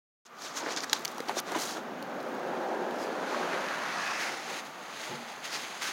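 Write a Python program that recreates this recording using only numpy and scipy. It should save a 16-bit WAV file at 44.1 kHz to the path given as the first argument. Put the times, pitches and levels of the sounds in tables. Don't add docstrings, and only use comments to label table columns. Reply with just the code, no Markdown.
import sys
import numpy as np
from scipy import signal
from scipy.fft import rfft, irfft
from scipy.io import wavfile

SR = 44100
rng = np.random.default_rng(int(sys.argv[2]) if len(sys.argv) > 2 else 0)


def transcribe(signal):
    frames = np.atleast_2d(signal).T
    limited = np.clip(frames, -1, 1)
    pcm = np.round(limited * 32767).astype(np.int16)
    wavfile.write(sys.argv[1], SR, pcm)


N = 261072
T = np.arange(N) / SR
START_S = 0.252


def amp(db):
    return 10 ** (np.asarray(db) / 20)


def unit(x):
    return x / np.sqrt(np.mean(x ** 2) + 1e-20)


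def add(mix, time_s, sound):
    part = mix[max(round(time_s * SR), 0):][:len(sound)]
    part += sound[:len(part)]


def highpass(x, hz, order):
    return signal.sosfilt(signal.butter(order, hz, "high", fs=SR, output="sos"), x)


def colour(x, points):
    hz, db = np.transpose(points)
    bins_hz = np.fft.rfftfreq(N, 1 / SR)
    gain = amp(np.interp(np.log(bins_hz + 1), np.log(hz + 1), db))
    return unit(irfft(rfft(x) * gain, N))


def resonate(x, hz, width_hz):
    turn = np.exp(2j * np.pi * np.cumsum(np.full(N, hz)) / SR)
    pole = np.exp(-np.pi * width_hz / SR)
    return 2 * (turn * signal.lfilter([1 - pole], [1, -pole], x / turn)).real


def wander(rate_hz):
    bins_hz = np.fft.rfftfreq(N, 1 / SR)
    return unit(irfft(rfft(rng.standard_normal(N)) * np.exp(-(bins_hz / rate_hz) ** 2), N))


def friction(slips_per_s, spread_db, smooth):
    sizes = amp(spread_db * np.minimum(rng.exponential(1, N), 4))
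    slips = sizes * rng.choice([-1, 1], N) * (rng.random(N) < slips_per_s / SR)
    return unit(unit(slips) + smooth * rng.standard_normal(N))


def swell(peak_s, rise_s, fall_s):
    return np.exp(-(abs(T - peak_s) / np.where(T < peak_s, rise_s, fall_s)) ** 1.35)


def plateau(start_s, end_s, db, rise_db_per_s, drift_db_per_s, fall_db_per_s):
    rise_db = rise_db_per_s * np.maximum(start_s - T, 0)
    drift_db = drift_db_per_s * np.clip(T - start_s, 0, end_s - start_s)
    fall_db = fall_db_per_s * np.maximum(T - end_s, 0)
    return amp(db - rise_db + drift_db - fall_db)


def fade_in(rise_s=0.12):
    return 1 - np.exp(-np.maximum(T - START_S, 0) / rise_s)


def air(db=-45):
    # (frequency [Hz], gain [dB])
    spectrum = [(30, -65), (70, -35.5), (140, -8.5), (240, -3.5), (400, -5), (800, 1.5), (1000, -3.5),
                (1220, 0), (2200, -9.5), (5300, -22.5), (6600, -20.5), (8000, -35), (15500, -31)]
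    return amp(db) * fade_in() * colour(rng.standard_normal(N) * amp(0.5 * wander(23)), spectrum)


def rush(low_hz=860, high_hz=1540, climb_mid_s=3.4, climb_s=0.33, roar_hiss_db=-11.5):
    # (start [s], end [s], level [dB], rise [dB/s], drift [dB/s], fall [dB/s])
    rumble_pass = (2, 3.5, -47, 9, -1, 13)
    roar_pass = (2.5, 3.5, -35.5, 12, -1.5, 24)
    hiss_pass = (3.5, 4, -35.5, 23, 1.5, 26)
    # (frequency [Hz], gain [dB])
    rumble_spectrum = [(40, -60), (80, -46), (130, -13), (180, -3.5), (240, 4.5), (330, -2.5), (600, -25),
                       (3000, -60)]
    roar_spectrum = [(30, -59), (80, -44), (140, -25), (215, -6.5), (330, -3.5), (600, -0.5), (850, -3.5),
                     (1100, -9.5), (1620, -7.5), (2100, -21.5), (6500, -38), (15500, -54)]
    hiss_spectrum = [(100, -29), (165, 2.5), (450, -2), (900, 4.5), (1600, -1), (2550, -1), (3200, -2),
                     (4400, -0.5), (5500, -4.5), (6500, 0), (7900, -11), (9500, -7.5), (15500, -16)]
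    # (frequency [Hz], width [Hz], gain [dB])
    modes = [(236, 11, -2), (370, 20.5, 4), (520, 25, 2), (720, 270, -7.5)]
    noise = rng.standard_normal(N) * amp(0.42 * wander(33))
    hollow = noise + sum(amp(db) * resonate(noise, hz, width_hz) for hz, width_hz, db in modes)
    roar_gain = plateau(*roar_pass)
    roar = roar_gain * colour(hollow, roar_spectrum)
    climb = 1 / (1 + np.exp((climb_mid_s - T) / climb_s))
    centre_hz = (low_hz + (high_hz - low_hz) * climb) * (1 + 0.082 * wander(13))
    band = resonate(friction(slips_per_s=900, spread_db=2.5, smooth=1.4), centre_hz, width_hz=1100)
    band += 0.24 * resonate(band, 1.32 * centre_hz, width_hz=400)
    rumble = plateau(*rumble_pass) * colour(rng.standard_normal(N), rumble_spectrum)
    hiss_gain = np.hypot(plateau(*hiss_pass), amp(roar_hiss_db) * roar_gain)
    hiss = hiss_gain * amp(0.34 * wander(44)) * colour(band, hiss_spectrum)
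    return fade_in() * (rumble + roar + hiss)


def surges(glide_per_s=0.11):
    # (peak time [s], half width [s], centre [Hz], width [Hz], level [dB])
    bands = [(2.73, .19, 805, 170, -40), (2.83, 0.066, 566, 220, -37.5), (2.78, 0.19, 372, 110, -42),
             (3.1, 0.086, 396, 200, -38), (3.39, 0.12, 565, 260, -36.5), (3.74, 0.1, 1650, 335, -38.5),
             (3.98, 0.07, 1170, 260, -40.5), (4.05, 0.099, 1650, 260, -39.5), (4.1, 0.13, 2560, 220, -43),
             (4.11, 0.026, 1000, 600, -36.5), (4.22, 0.11, 2060, 500, -39.5),
             (4.24, 0.13, 1380, 704, -40.5), (4.14, 0.25, 5200, 2000, -44.5), (4.15, 0.47, 730, 131, -46.5),
             (5.35, 0.49, 860, 99, -56), (5.54, 0.032, 4860, 1300, -40), (5.862, 0.016, 1500, 600, -39)]
    out = np.zeros(N)
    for peak_s, half_s, hz, width_hz, db in bands:
        centre_hz = hz * (1 + glide_per_s * np.clip(T - peak_s, -1, 1))
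        grit = friction(slips_per_s=450, spread_db=0.5, smooth=1.0)
        band = resonate(resonate(grit, centre_hz, width_hz), centre_hz, width_hz)
        out += amp(db) * swell(peak_s, half_s, half_s) * unit(band)
    return highpass(out, hz=230, order=4)


def cloth(start_s=3.93, rest_db=-60, growth_db_per_s=6.5, hard_pull_db=-37, edge_db=-9, trim_db=1):
    # (peak time [s], rise [s], fall [s], pull [dB])
    drags = [(4.07, .09, 0.12, -44), (4.213, 0.041, 0.15, -39), (4.584, 0.16, 0.027, -40),
             (4.668, 0.019, 0.018, -47), (4.83, 0.05, .05, -52.5), (5.03, 0.13, 0.19, -42),
             (5.29, 0.034, 0.069, -49.5), (5.452, 0.023, .055, -40.5), (5.529, 0.02, 0.14, -37.5),
             (5.74, 0.1, 0.08, -48.5), (5.83, 0.02, 0.039, -35.5), (5.868, 0.028, 0.058, -36)]
    # (frequency [Hz], gain [dB])
    fibre_spectrum = [(100, -38), (250, -4), (750, -0.5), (1900, 5), (3100, 1.5), (4700, -0.5), (5650, -9),
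                      (6400, 1), (7100, -6), (8000, -13), (10000, -12), (12500, -21), (15500, -22)]
    edge_spectrum = [(1000, -35), (3000, -13), (5400, 1.5), (7000, -5), (8000, -10), (15500, -18)]
    pulls = [amp(db) * swell(peak_s, rise_s, fall_s) for peak_s, rise_s, fall_s, db in drags]
    rest = amp(rest_db + growth_db_per_s * (T - start_s)) * (T > start_s)
    pull = np.linalg.norm(pulls + [rest], axis=0)
    fibres = colour(friction(slips_per_s=5000, spread_db=3.5, smooth=1.0), fibre_spectrum)
    edge = amp(edge_db) * pull / amp(hard_pull_db) * colour(rng.standard_normal(N), edge_spectrum)
    return amp(trim_db) * pull * (fibres + edge) * amp(0.93 * wander(50))


def bump(peak_s=5.115, ring_db=-32, scuff_db=-46):
    # (frequency [Hz], gain [dB])
    spectrum = [(40, -46), (90, -25), (140, -6), (240, -9), (500, 0), (1000, -7), (3000, -14), (15000, -60)]
    # (frequency [Hz], width [Hz], relative level [dB])
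    modes = [(146.5, 8.7, -5.5), (236, 4.2, -2), (350, 20, -7), (487, 33, -10), (860, 20, -4)]
    push = swell(peak_s, rise_s=0.021, fall_s=0.033) * colour(rng.standard_normal(N), spectrum)
    ring = sum(amp(db) * unit(resonate(push, hz, width_hz)) for hz, width_hz, db in modes)
    return amp(ring_db) * ring / abs(ring).max() + amp(scuff_db) * push


def palm(hz=1210, width_hz=110, db=-52):
    hollow = unit(resonate(rng.standard_normal(N), hz, width_hz))
    onset = np.clip((T - START_S) / 0.028, 0, 1)
    return amp(db) * swell(peak_s=0.48, rise_s=0.22, fall_s=1.0) * onset * hollow


def peel():
    # (peak time [s], half width [s], level [dB])
    sprays = [(1.11, 0.16, -54), (2.27, 0.17, -64), (4.67, 0.041, -55.5)]
    slips = friction(slips_per_s=130, spread_db=3.5, smooth=0)
    ticks = colour(slips, [(1000, -30), (4000, 3), (7000, -3), (15000, -3)])
    return ticks * sum(amp(db) * swell(peak_s, half_s, half_s) for peak_s, half_s, db in sprays)


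def squeak(peak_s=3.028, half_s=0.068, hz=4950, sag_hz_per_s=5000, db=-52):
    pitch_hz = hz - sag_hz_per_s * np.clip(T - peak_s, -0.1, 0.1)
    band = unit(resonate(rng.standard_normal(N), pitch_hz, width_hz=330))
    return amp(db) * swell(peak_s, half_s, half_s) * band


def strokes(skin_hz=4500, press_hz_per_db=75, catch_rate_hz=130, treble_hz=7500):
    # (peak time [s], rise [s], fall [s], hiss [dB], scrape [dB], treble gain [dB])
    rubs = [(0.263, .011, 0.018, -53.5, -59, -1), (0.45, 0.045, 0.056, -41.5, -54, -1),
            (0.573, 0.016, 0.024, -34.5, -55, -1.5), (0.67, 0.096, 0.088, -46, -38.5, -4),
            (0.72, 0.019, 0.018, -36, -47, -6), (0.773, .005, .018, -31, -39, -10),
            (.84, 0.017, 0.008, -38.5, -40.5, 2), (.955, 0.041, 0.022, -39, -47, -7),
            (1.07, 0.23, 0.28, -52, -45, 1.5), (1.295, 0.015, 0.037, -53.5, -36, 10),
            (1.391, 0.021, 0.0071, -30.5, -41.5, 0.5), (1.481, 0.017, 0.023, -44.5, -39, -2),
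            (1.524, 0.016, 0.016, -51, -35.5, 8), (1.553, 0.0067, 0.022, -45, -29, -9),
            (1.611, 0.04, 0.052, -38, -40.5, 7.5), (1.708, .06, .06, -40.5, -44, 2),
            (1.772, .012, 0.015, -55, -40, 0), (3.035, 0.074, 0.032, -51.5, -46, 7),
            (3.34, 0.13, 0.14, -47.5, -41, -2), (3.54, 0.02, 0.015, -60, -35, -4),
            (4.28, 0.18, 0.16, -49, -41.5, 0), (4.516, 0.04, 0.067, -56, -42, -4)]
    # (frequency [Hz], gain [dB])
    hiss_spectrum = [(200, -14), (1500, 1), (2700, -4.5), (3400, -1), (5200, -3), (6400, 0.5), (7100, -3),
                     (8000, -10), (12000, -15.5), (15500, -20)]
    scrape_spectrum = [(50, -58), (120, -15), (300, 2.5), (480, 1.5), (620, -0.5), (950, 0), (1700, -4.5),
                       (2700, -13), (6000, -28), (15000, -50)]
    hiss = colour(friction(slips_per_s=2200, spread_db=2.5, smooth=0.97), hiss_spectrum)
    times_s, _, _, hisses_db, scrapes_db, _ = np.transpose(rubs)
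    press_db = np.interp(T, times_s, scrapes_db - hisses_db)
    centre_hz = (skin_hz - press_hz_per_db * press_db) * (1 + 0.15 * wander(60))
    hiss += resonate(hiss, centre_hz, width_hz=1100)
    hiss = unit(hiss * amp(wander(catch_rate_hz)))
    scrape = colour(friction(slips_per_s=1100, spread_db=3.5, smooth=0.96), scrape_spectrum)
    treble = signal.sosfiltfilt(signal.butter(3, treble_hz, "high", fs=SR, output="sos"), hiss)
    out = np.zeros(N)
    for peak_s, rise_s, fall_s, hiss_db, scrape_db, treble_db in rubs:
        skin = amp(hiss_db) * (hiss + (amp(treble_db) - 1) * treble)
        out += swell(peak_s, rise_s, fall_s) * (skin + amp(scrape_db) * scrape)
    return out * (T > START_S)


def knocks(contact_s=0.00057):
    # (time [s], peak [dB], frequency [Hz], t60 [s])
    landings = [(.629, -29, 600, .012), (0.663, -25, 1730, 0.005), (.669, -29.5, 400, 0.012),
                (.678, -29, 1900, .006), (.6875, -25, 1680, 0.0036), (.842, -26, 1660, 0.005),
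                (.931, -22.5, 1630, 0.008), (.9312, -23.5, 884, 0.029), (1.1823, -27.5, 875, 0.0084),
                (1.195, -30, 1300, .007), (1.2022, -25.5, 480, 0.03), (1.2029, -28, 290, 0.017),
                (1.2044, -29.5, 2090, .005), (1.2947, -19, 860, 0.013), (1.369, -24, 600, 0.012),
                (1.37, -27, 326, 0.021), (1.549, -24, 983, 0.067), (1.549, -29, 1500, .006),
                (1.559, -26, 320, 0.07), (3.346, -22, 1050, 0.009), (3.431, -25, 1560, 0.0088),
                (3.534, -25, 1500, 0.0036), (3.55, -24, 1300, 0.0033), (5.078, -35, 520, 0.0091)]
    t = np.arange(SR // 10) / SR
    attack = 1 - np.exp(-t / contact_s)
    out = np.zeros(N)
    for time_s, db, hz, t60_s in landings:
        knock = np.gradient(attack * amp(-60 * t / t60_s) * np.sin(2 * np.pi * hz * t))
        add(out, time_s, amp(db) * knock / abs(knock).max())
    return out


def clicks(ring_trim_db=2, tick_trim_db=-1, rebound=0.62, crack=0.15, crack_s=0.0012):
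    # (time [s], ring level [dB], tick level [dB], pitch [ratio], rebound delay [s])
    snaps = [(0.7636, -22, -39, 1.3, 0.00085), (.805, -26, -49, 0.94, 0.00084),
             (0.843, -29, -32, 1.5, .0007), (0.897, -23.5, -52, 1.13, 0.00054),
             (.931, -6.5, -20.5, 0.98, .00098), (0.934, -16, -17, 0.93, .0006),
             (1.05, -21, -25, 1.2, .00065), (1.0543, -17.5, -21, 0.89, 0.00091),
             (1.079, -25.5, -37, 0.94, 0.00073), (1.182, -32.5, -36, 0.9, 0.00069),
             (1.2042, -30.5, -30.5, 0.94, .0008), (1.285, -27, -42, 0.78, .0007),
             (1.288, -27, -33, 0.88, .0009), (1.2945, -28, -34, .65, 0.00071),
             (1.4007, -34, -23, 0.77, 0.00092), (1.5196, -32, -32, 1.1, .0007),
             (2.0264, -33, -36, 0.67, .0004), (2.2026, -38.5, -50, 0.83, .0007),
             (2.9097, -36, -42, 0.65, .0006)]
    # (frequency [Hz], relative level [dB], t60 [s])
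    modes = [(1650, -19, 0.011), (2540, -7.5, 0.0046), (3950, 7.5, 0.0033), (5200, 7.5, 0.0052),
             (5930, 1.5, 0.0045), (6480, -8, 0.017)]
    t = np.arange(1024) / SR
    decay = np.exp(-t / crack_s)
    ring_filter = signal.butter(8, 6900, fs=SR, output="sos")
    tick_filter = signal.butter(1, [7500, 14000], "band", fs=SR, output="sos")
    out = np.zeros(N)
    for time_s, ring_db, tick_db, pitch, delay_s in snaps:
        crack_noise, tick_noise = rng.standard_normal((2, len(t)))
        case = sum(amp(db - 60 * t / t60_s) * np.cos(2 * np.pi * pitch * hz * t)
                   for hz, db, t60_s in modes)
        push = (t == 0) + rebound * np.sinc((t - delay_s) * SR) + crack * crack_noise * decay
        ring = signal.sosfilt(ring_filter, signal.fftconvolve(push, case))
        tick = signal.sosfilt(tick_filter, tick_noise * decay ** 2)
        add(out, time_s, amp(ring_db + ring_trim_db) * ring / abs(ring).max())
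        add(out, time_s, amp(tick_db + tick_trim_db) * tick / abs(tick).max())
    return highpass(out, hz=400, order=2)


def scene():
    handling = strokes() + clicks() + knocks() + peel() + palm() + squeak()
    handling = highpass(handling, hz=155, order=2)
    return (handling + air() + rush() + surges() + cloth() + bump())[None]


def record(dry):
    lowpass = signal.firwin(511, 16000, window=("kaiser", 9), fs=SR)
    return signal.oaconvolve(dry, lowpass[None], "same")


dry = scene()
out = record(dry)
transcribe(out)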